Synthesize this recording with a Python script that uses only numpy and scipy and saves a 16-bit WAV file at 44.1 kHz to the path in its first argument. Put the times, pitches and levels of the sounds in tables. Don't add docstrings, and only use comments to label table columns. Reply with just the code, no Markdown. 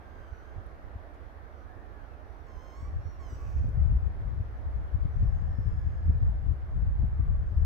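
import sys
import numpy as np
from scipy import signal
from scipy.fft import rfft, irfft
from scipy.io import wavfile
from scipy.ndimage import uniform_filter1d

SR = 44100
rng = np.random.default_rng(int(sys.argv[2]) if len(sys.argv) > 2 else 0)


def unload_wav(signal):
    wavfile.write(
        sys.argv[1],
        SR,
        np.round(np.clip(np.atleast_2d(signal).T, -1, 1) * 32767).astype(np.int16),
    )


N = 337365
TIME, FREQS = np.arange(N) / SR, np.fft.rfftfreq(N, 1 / SR)


def amp(db):
    return 10 ** (np.asarray(db) / 20)


def unit(x):
    return x / np.sqrt(np.mean(x ** 2) + 1e-30)


def at_hz(points, hz):
    f, value = np.transpose(points)
    return np.interp(np.log(hz + 1), np.log(f + 1), value)


def at_time(rows, t):
    times, *columns = np.transpose(rows)
    return [np.interp(t, times, column) for column in columns]


def pan(balance_db):
    gains = amp(np.array([balance_db, -balance_db]).reshape(2, -1) / 2)
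    return gains / np.sqrt(np.mean(gains ** 2, axis=0))


def add(mix, start_s, sound):
    part = mix[..., max(round(start_s * SR), 0):][..., :sound.shape[-1]]
    part += sound[..., :part.shape[-1]]


def colour(x, spectrum):
    return irfft(rfft(x) * amp(at_hz(spectrum, FREQS)), N)


def wander(rate_hz):
    return unit(irfft(rfft(rng.standard_normal(N)) * np.exp(-(FREQS / rate_hz) ** 2), N))


# (frequency [Hz], coherence [-1 to 1])
NOISE_COHERENCE = [(150, 0.86), (300, 0.74), (520, 0.64), (750, 0.31), (1000, -0.19), (1500, -0.16),
                   (2600, 0.21), (6000, -0.12), (14000, .1)]
# (frequency [Hz], left minus right [dB])
NOISE_BALANCE = [(300, -1), (700, -1), (1600, -3), (3000, 4), (6000, -1.5), (13000, 2.5)]
def diffuse_noise(spectrum, patchy_db, size=1024):
    hz, hop = np.fft.rfftfreq(size, 1 / SR), size // 4
    a, b, c, d, patches = rng.standard_normal((5, N // hop + 5, len(hz)))
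    patches = uniform_filter1d(patches, size=20, axis=0)
    patches = unit(uniform_filter1d(patches, size=7, axis=1))
    coherence = np.clip(at_hz(NOISE_COHERENCE, hz), -1, 1)
    left = a + 1j * b
    right = coherence * left + np.sqrt(1 - coherence ** 2) * (c + 1j * d)
    gains = amp(at_hz(spectrum, hz) + patchy_db * patches) * pan(at_hz(NOISE_BALANCE, hz))[:, None]
    frames = np.array([left, right]) * gains
    _, noise = signal.istft(frames.transpose(0, 2, 1), nperseg=size, noverlap=size - hop)
    return unit(noise[:, :N])


# (time [s], relative roar level [dB], relative rush level [dB])
CROWN_LEVELS = [(0, -56, -63.5), (.8, -56, -64), (1.6, -56.5, -64.5), (2.4, -57, -64.5), (3.2, -56.5, -64),
                (4, -56, -64), (4.8, -56, -63.5), (5.6, -57, -64.5), (6.4, -57, -64.5),
                (7.65, -57.5, -66.5)]
# (frequency [Hz], relative level [dB])
WIND_SPECTRUM = [(80, -28), (150, -6.5), (210, -3.5), (290, 1), (430, -1.5), (700, -0.5), (920, -5.5),
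                 (1150, -5.5), (1700, -9.5), (2100, -15.5), (2600, -24), (3200, -26.5), (4000, -30.5),
                 (6200, -36.5), (7600, -45.5)]
MIC_HISS_SPECTRUM = [(1500, -10.5), (4500, 5), (6200, 0), (7500, -6), (8900, 5), (10000, -2.5),
                     (12000, 4.5), (15500, -5)]
def crowns(roar_gain_db=2.5, rush_gain_db=11.5, hiss_db=-85.5, split_hz=1050, hiss_drift=.3):
    roar_db, rush_db = at_time(CROWN_LEVELS, TIME)
    wind = diffuse_noise(WIND_SPECTRUM, patchy_db=1.0)
    roar = signal.sosfiltfilt(signal.butter(2, split_hz, fs=SR, output="sos"), wind)
    rush = wind - roar
    hiss = diffuse_noise(MIC_HISS_SPECTRUM, patchy_db=-1.0)
    hiss *= amp(hiss_db + hiss_drift * (rush_db - rush_db.mean()))
    return roar * amp(roar_db + roar_gain_db) + rush * amp(rush_db + rush_gain_db) + hiss


# (frequency [Hz], time to fall 60 dB [s])
FOREST_DECAY = [(500, 0.69), (2000, 0.83), (6000, 0.87), (15000, 0.13)]
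def forest_reverb(x, echoes_per_s=2000, size=256):
    echoes = rng.standard_normal((2, SR)) * (rng.random((2, SR)) < echoes_per_s / SR)
    hz, t, frames = signal.stft(echoes, SR, nperseg=size)
    decay = np.exp(-np.log(1000) * t / at_hz(FOREST_DECAY, hz)[:, None])
    _, tail = signal.istft(frames * decay, SR, nperseg=size)
    return signal.fftconvolve(x[None], tail / np.linalg.norm(tail[0]), axes=1)[:, :N]


# (time [s], relative level [dB], centre [Hz], width [octaves], time to fall 60 dB [s])
TWIG_SNAPS = [(0.664, -65, 10400, .16, 0.018), (1.143, -71, 5800, 0.55, 0.056), (3.689, -61, 7130, .5, .01),
              (6.36, -67, 11600, 0.029, 0.022)]
def twig_ticks(size=4096):
    out, t, hz = np.zeros(N), np.arange(size) / SR, np.fft.rfftfreq(size, 1 / SR)
    for start, db, centre, width, t60 in TWIG_SNAPS:
        band = np.exp(-(np.log2((hz + 1) / centre) / width) ** 2 / 2)
        noise = unit(irfft(rfft(rng.standard_normal(size)) * band))
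        add(out, start, amp(db) / 2 * noise * np.exp(-np.log(1000) * t / t60))
    return out


# (time [s], level [dB], left minus right [dB])
DRAUGHT_LEVELS = [(0, -49, -9), (.7, -46, -8.5), (1.2, -47, -12.5), (2.7, -47, -13.5), (3.15, -42.5, -9.5),
                  (3.7, -35, 6.5), (4.15, -36, -4), (4.87, -38, 0.5), (5.5, -30, 3), (6, -33, 1.5),
                  (6.35, -29.5, 2.5), (6.58, -38, 1.5), (6.85, -31.5, -4.5), (7.65, -29, 1.5)]
# (start [s], duration [s], level [dB], left minus right [dB])
AIR_PUFFS = [(0.154, 0.091, -44.5, -16), (0.526, 0.1, -38, -12), (0.836, 0.06, -41.5, -11),
             (2.547, 0.05, -37.5, -16), (2.785, 0.24, -35.5, -1), (3.025, 0.087, -36.5, -9),
             (3.45, 0.065, -31.5, -8), (3.518, 0.19, -27.5, -6.5), (3.746, 0.24, -25, 4.5),
             (4.012, 0.11, -27.5, 9), (4.222, 0.2, -31.5, 11), (4.658, 0.06, -29, 3),
             (4.746, 0.09, -27.5, 7.5), (4.926, 0.18, -27.5, 5), (5.153, 0.15, -24.5, 2.5),
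             (5.315, 0.11, -28, 10), (5.663, 0.045, -23, 10), (5.828, 0.064, -25, 5.5),
             (6.051, 0.12, -24, 3.5), (6.195, 0.14, -25, 2.5), (6.441, 0.086, -26.0, 11),
             (6.732, 0.17, -26, 7), (6.997, 0.062, -21.5, 8.5), (7.192, 0.17, -25, 5.5),
             (7.544, 0.22, -23.5, 4.5)]
def flow_levels(attack_s=0.05, release_s=0.084):
    draught_db, balance = at_time(DRAUGHT_LEVELS, TIME)
    power = (amp(draught_db) * pan(balance)) ** 2
    for start, length, db, balance in AIR_PUFFS:
        rise, fall = (TIME - start) / attack_s, (start + length - TIME) / release_s
        swell = np.clip(np.minimum(rise, fall) + .5, 0, 1)
        power = np.maximum(power, (swell * amp(db) * pan(balance)) ** 2)
    return 10 * np.log10(power)


# (frequency [Hz], relative level [dB])
LIGHT_SPECTRUM = [(11, -41.5), (18, -9.5), (53, -2.5), (70, -1), (88, -7), (114, -16.5), (140, -21.5),
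                  (170, -29.5), (220, -50.5), (370, -120)]
STRONG_SPECTRUM = [(18, -14), (30, -4.5), (50, 3), (75, 3), (100, -3.5), (140, -13), (180, -20), (215, -26),
                   (270, -39), (450, -53.5), (900, -61), (2000, -78.5), (5000, -125)]
def buffeting(gain_db=1.1, light_db=-44, strong_db=-25, lumpy_db=2.5, flicker_db=1.6):
    ports = []
    for level, swirl in zip(flow_levels(), rng.standard_normal((2, N))):
        level = level + flicker_db * wander(rate_hz=14)
        strength = np.clip((level - light_db) / (strong_db - light_db), 0, 1)
        swirl = swirl * amp(lumpy_db * wander(rate_hz=32))
        light, strong = unit(colour(swirl, LIGHT_SPECTRUM)), unit(colour(swirl, STRONG_SPECTRUM))
        pressure = (1 - strength) * light + strength * strong
        power = uniform_filter1d(uniform_filter1d(pressure ** 2, size=2600), size=2600)
        ports.append(pressure / np.sqrt(power + 1e-9) * amp(level + gain_db))
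    return np.array(ports)


# (time [s], level [dB], pulse frequency [Hz], swirl relative to pulse [dB], left minus right [dB])
EDDY_STRIKES = [(0.329, -32.5, 68.6, -35, -13), (0.586, -29, 75, -33, -18), (0.962, -30.5, 74, -19, 7),
                (2.829, -33, 90, -21, 9), (2.967, -25.5, 83.5, -32, 20), (3.331, -31.5, 90, -13, 12),
                (3.651, -25.5, 90, -10.5, -7), (3.689, -29.5, 110, -11.5, 7),
                (3.775, -19.5, 105, -26, 10.5), (3.86, -16.5, 80, -25.5, 5.5), (3.963, -14.5, 60, -45, 8),
                (4.406, -23, 87, -26, 6), (5.056, -22, 113, -19, 21), (5.206, -33, 100, -11.5, 11),
                (5.235, -16, 94, -18, 13), (5.589, -22, 91, -17.5, 8), (6.103, -33, 91, -6.5, 10),
                (6.516, -20, 91, -23, 13.5), (6.999, -21, 89, -20, 18), (7.035, -16, 80, -21.5, 6.5),
                (7.2, -34, 110, -4, 20.5), (7.311, -28.5, 100, -19.5, -1)]
def eddies(width_cycles=0.49, swirl_s=0.0062, swirl_band_hz=(140, 250)):
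    out, t = np.zeros((2, N)), np.arange(-3000, 3000) / SR
    band = signal.butter(2, swirl_band_hz, "band", fs=SR, output="sos")
    for peak_s, db, hz, swirl_db, balance in EDDY_STRIKES:
        pulse = np.cos(2 * np.pi * hz * t) * np.exp(-(hz * t / width_cycles) ** 2 / 2)
        swirl = unit(signal.sosfilt(band, rng.standard_normal((2, len(t)))))
        swirl *= np.exp(-(t / swirl_s) ** 2 / 2)
        add(out, peak_s + t[0], amp(db) * (pulse + amp(swirl_db) * swirl) * pan(balance))
    return out


# (frequency [Hz], gain [dB])
TRUNK_SPECTRUM = [(1000, 1.5), (1800, -1), (2100, -13), (2550, 0.5), (2850, -15), (3600, -30.5),
                  (4300, -14.5), (5400, -12.5), (6400, -13.5), (7200, -24), (8600, -29.5), (10200, -41),
                  (11800, -27.5), (15000, -26)]
# (frequency [Hz], half-width [Hz], lift [dB])
TRUNK_MODES = [(3140, 150, 12), (5780, 280, 7.1), (6600, 110, 4.3), (7800, 190, 12)]
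def trunk_gain(hz):
    modes_db = sum(db / (1 + ((hz - centre) / width) ** 2) for centre, width, db in TRUNK_MODES)
    return amp(at_hz(TRUNK_SPECTRUM, hz) + modes_db)


# (time [s], slip rate [Hz], relative level [dB])
RASP_SLIPS = [(3.35, 780, -70), (3.44, 520, -66), (3.58, 360, -68.5), (3.68, 140, -75.5), (3.73, 97, -84.5)]
def rasp(gain_db=-1.5, uneven=0.2, scatter_db=-0.5, burst_s=0.00024):
    rate, level = at_time(RASP_SLIPS, TIME)
    cycles = np.cumsum(rate * np.exp(uneven * wander(rate_hz=350))) / SR
    slips = np.diff(np.floor(cycles), prepend=0)
    slips *= amp(scatter_db * rng.standard_normal(N)) / np.sqrt(rate)
    envelope = signal.lfilter([1], [1, -np.exp(-1 / (burst_s * SR))], slips)
    bursts = colour(envelope * rng.standard_normal(N), [(1200, -18), (2400, 0), (6500, 0), (12000, 5)])
    wood = unit(irfft(rfft(bursts) * trunk_gain(FREQS), N))
    rubbing = (TIME > RASP_SLIPS[0][0]) & (TIME < RASP_SLIPS[-1][0])
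    return wood * amp(level + gain_db) * rubbing


def stroke(t, grip_s, first_db, last_db, overtones_db, fall_db, first_flutter, gripped_flutter,
           attack_s=0.037, release_s=0.026):
    slack = np.interp(t, [t[0], grip_s, t[-1]], [1, 0, 1])
    level = np.interp(t, [t[0], t[-1]], [first_db, last_db])
    bite_db = overtones_db - fall_db * slack ** 2 - level
    flutter = np.clip(np.interp(t, [t[0], grip_s], [first_flutter, gripped_flutter]), 0, 1)
    fade = np.clip(np.minimum((t - t[0]) / attack_s, (t[-1] - t) / release_s), 0, 1)
    return amp(level) * fade, bite_db, flutter


# (time of hardest grip [s], starting level [dB],
# final level [dB], overtone level at hardest grip [dB], its fall to the ends [dB],
# starting flutter [0-1], flutter once gripped [0-1])
SQUEAL_STROKES = [(.33, -66, -66.5, -74, 10, 0.4, 0.67), (1.6, -76, -74, -78, 19.5, .7, 0.7),
                  (1.8, -62, -75, -93, 1, .25, 0.1), (2.03, -63, -68, -82, 8, .15, 0.4),
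                  (2.34, -81, -80, -82, 4, 0.7, 0.9), (2.78, -65.5, -60, -65, 10, 0.85, 0.12),
                  (3.11, -76, -71, -67, 10, 0.1, .1), (3.29, -54, -80.5, -62, 5, 0, .2),
                  (3.46, -56.5, -69.5, -79, 0.5, 0.5, 0.66), (5.34, -74, -67.5, -73.5, 9, .8, .95),
                  (5.54, -68, -70.5, -70, 17, 1, 0.79), (7.26, -70, -66, -86.5, 4, 0.2, 0.5),
                  (7.62, -79, -70, -75, 13, .9, .8)]
# (time [s], slip rate [Hz])
SQUEAL_PITCHES = [
    [(0, 1582), (.13, 1600), (.23, 1560), (.29, 1545), (.35, 1470), (.41, 1472), (.45, 1580), (.6, 1620)],
    [(1.48, 1490), (1.6, 1460), (1.68, 1560)],
    [(1.64, 1590), (1.8, 1865), (1.9, 1765)],
    [(1.92, 1745), (1.98, 1668), (2.08, 1383), (2.17, 1250)],
    [(2.22, 1394), (2.35, 1476), (2.45, 1430)],
    [(2.44, 1115), (2.53, 1035), (2.58, 1012), (2.65, 1055), (2.72, 1040), (2.78, 1100), (2.85, 1126),
     (2.905, 1180)],
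    [(2.97, 1300), (3.01, 1355), (3.05, 1423), (3.1, 1434), (3.14, 1398), (3.195, 1325)],
    [(3.18, 1162), (3.215, 1098), (3.25, 1046), (3.3, 983), (3.345, 970), (3.385, 960)],
    [(3.37, 1153), (3.45, 1119), (3.6, 1106)],
    [(5.08, 2000), (5.17, 1914), (5.26, 1785), (5.37, 1586), (5.47, 1720)],
    [(5.43, 1690), (5.51, 1780), (5.6, 1750), (5.7, 1700), (5.93, 1652), (6.05, 1685), (6.22, 1805),
     (6.33, 1745)],
    [(7.17, 1177), (7.25, 1150), (7.38, 1128)],
    [(7.38, 1420), (7.46, 1534), (7.59, 1830), (7.7, 1840)],
]
def squeals(chatter_hz=56, uneven=0.22, bend=.075, jitter=.013, throb_depth_db=10,
            round_db=-3.5, scrape_db=-15.5, harmonics=16):
    out, k = np.zeros(N), np.arange(1, harmonics + 1)[:, None]
    overtone_share = np.minimum((k - 1) / 2, 1)
    chatter = np.cumsum(chatter_hz * (1 + uneven * wander(rate_hz=30))) / SR
    arch = abs(np.sin(np.pi * chatter)) - 2 / np.pi
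    grit = wander(rate_hz=330)
    treble_tilt = np.interp(FREQS, [1500, 3000, 12000], [0, 1, 1.6])
    bark = unit(irfft(rfft(rng.standard_normal(N)) * trunk_gain(FREQS) * treble_tilt, N))
    for rub, pitch in zip(SQUEAL_STROKES, SQUEAL_PITCHES):
        span = (TIME >= pitch[0][0]) & (TIME < pitch[-1][0])
        gain, bite_db, flutter = stroke(TIME[span], *rub)
        hz = at_time(pitch, TIME[span])[0]
        hz *= 1 + flutter * (bend * arch[span] + jitter * grit[span])
        cycles = np.cumsum(hz) / SR
        bite_db += throb_depth_db * np.sqrt(flutter) * arch[span]
        rounding = np.interp(hz, [1150, 1400], [0, 1]) * np.interp(k * hz, [6700, 7150], [0, 1])
        partials = trunk_gain(k * hz) * amp(overtone_share * bite_db + round_db * rounding)
        partials *= k * hz < SR / 2
        tone = np.sqrt(2) * (partials * np.cos(2 * np.pi * k * cycles)).sum(0)
        scrape = bark[span] * flutter * amp(scrape_db + bite_db)
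        out[span] += (tone + scrape) * gain
    return out


def scene(wood_balance_db=-7.0, wood_gain_db=-1.0, reverb_db=-6.5):
    wood = amp(wood_gain_db) * (squeals() + rasp())
    twigs = twig_ticks()
    wind = crowns() + buffeting() + eddies()
    return wind + wood * pan(wood_balance_db) + twigs + amp(reverb_db) * forest_reverb(wood + twigs)


def record(dry, cutoff_hz=15720):
    lowpass = signal.firwin(1023, cutoff_hz, window=("kaiser", 9), fs=SR)
    return signal.oaconvolve(dry, lowpass[None], "same")


dry = scene()
out = record(dry)
unload_wav(out)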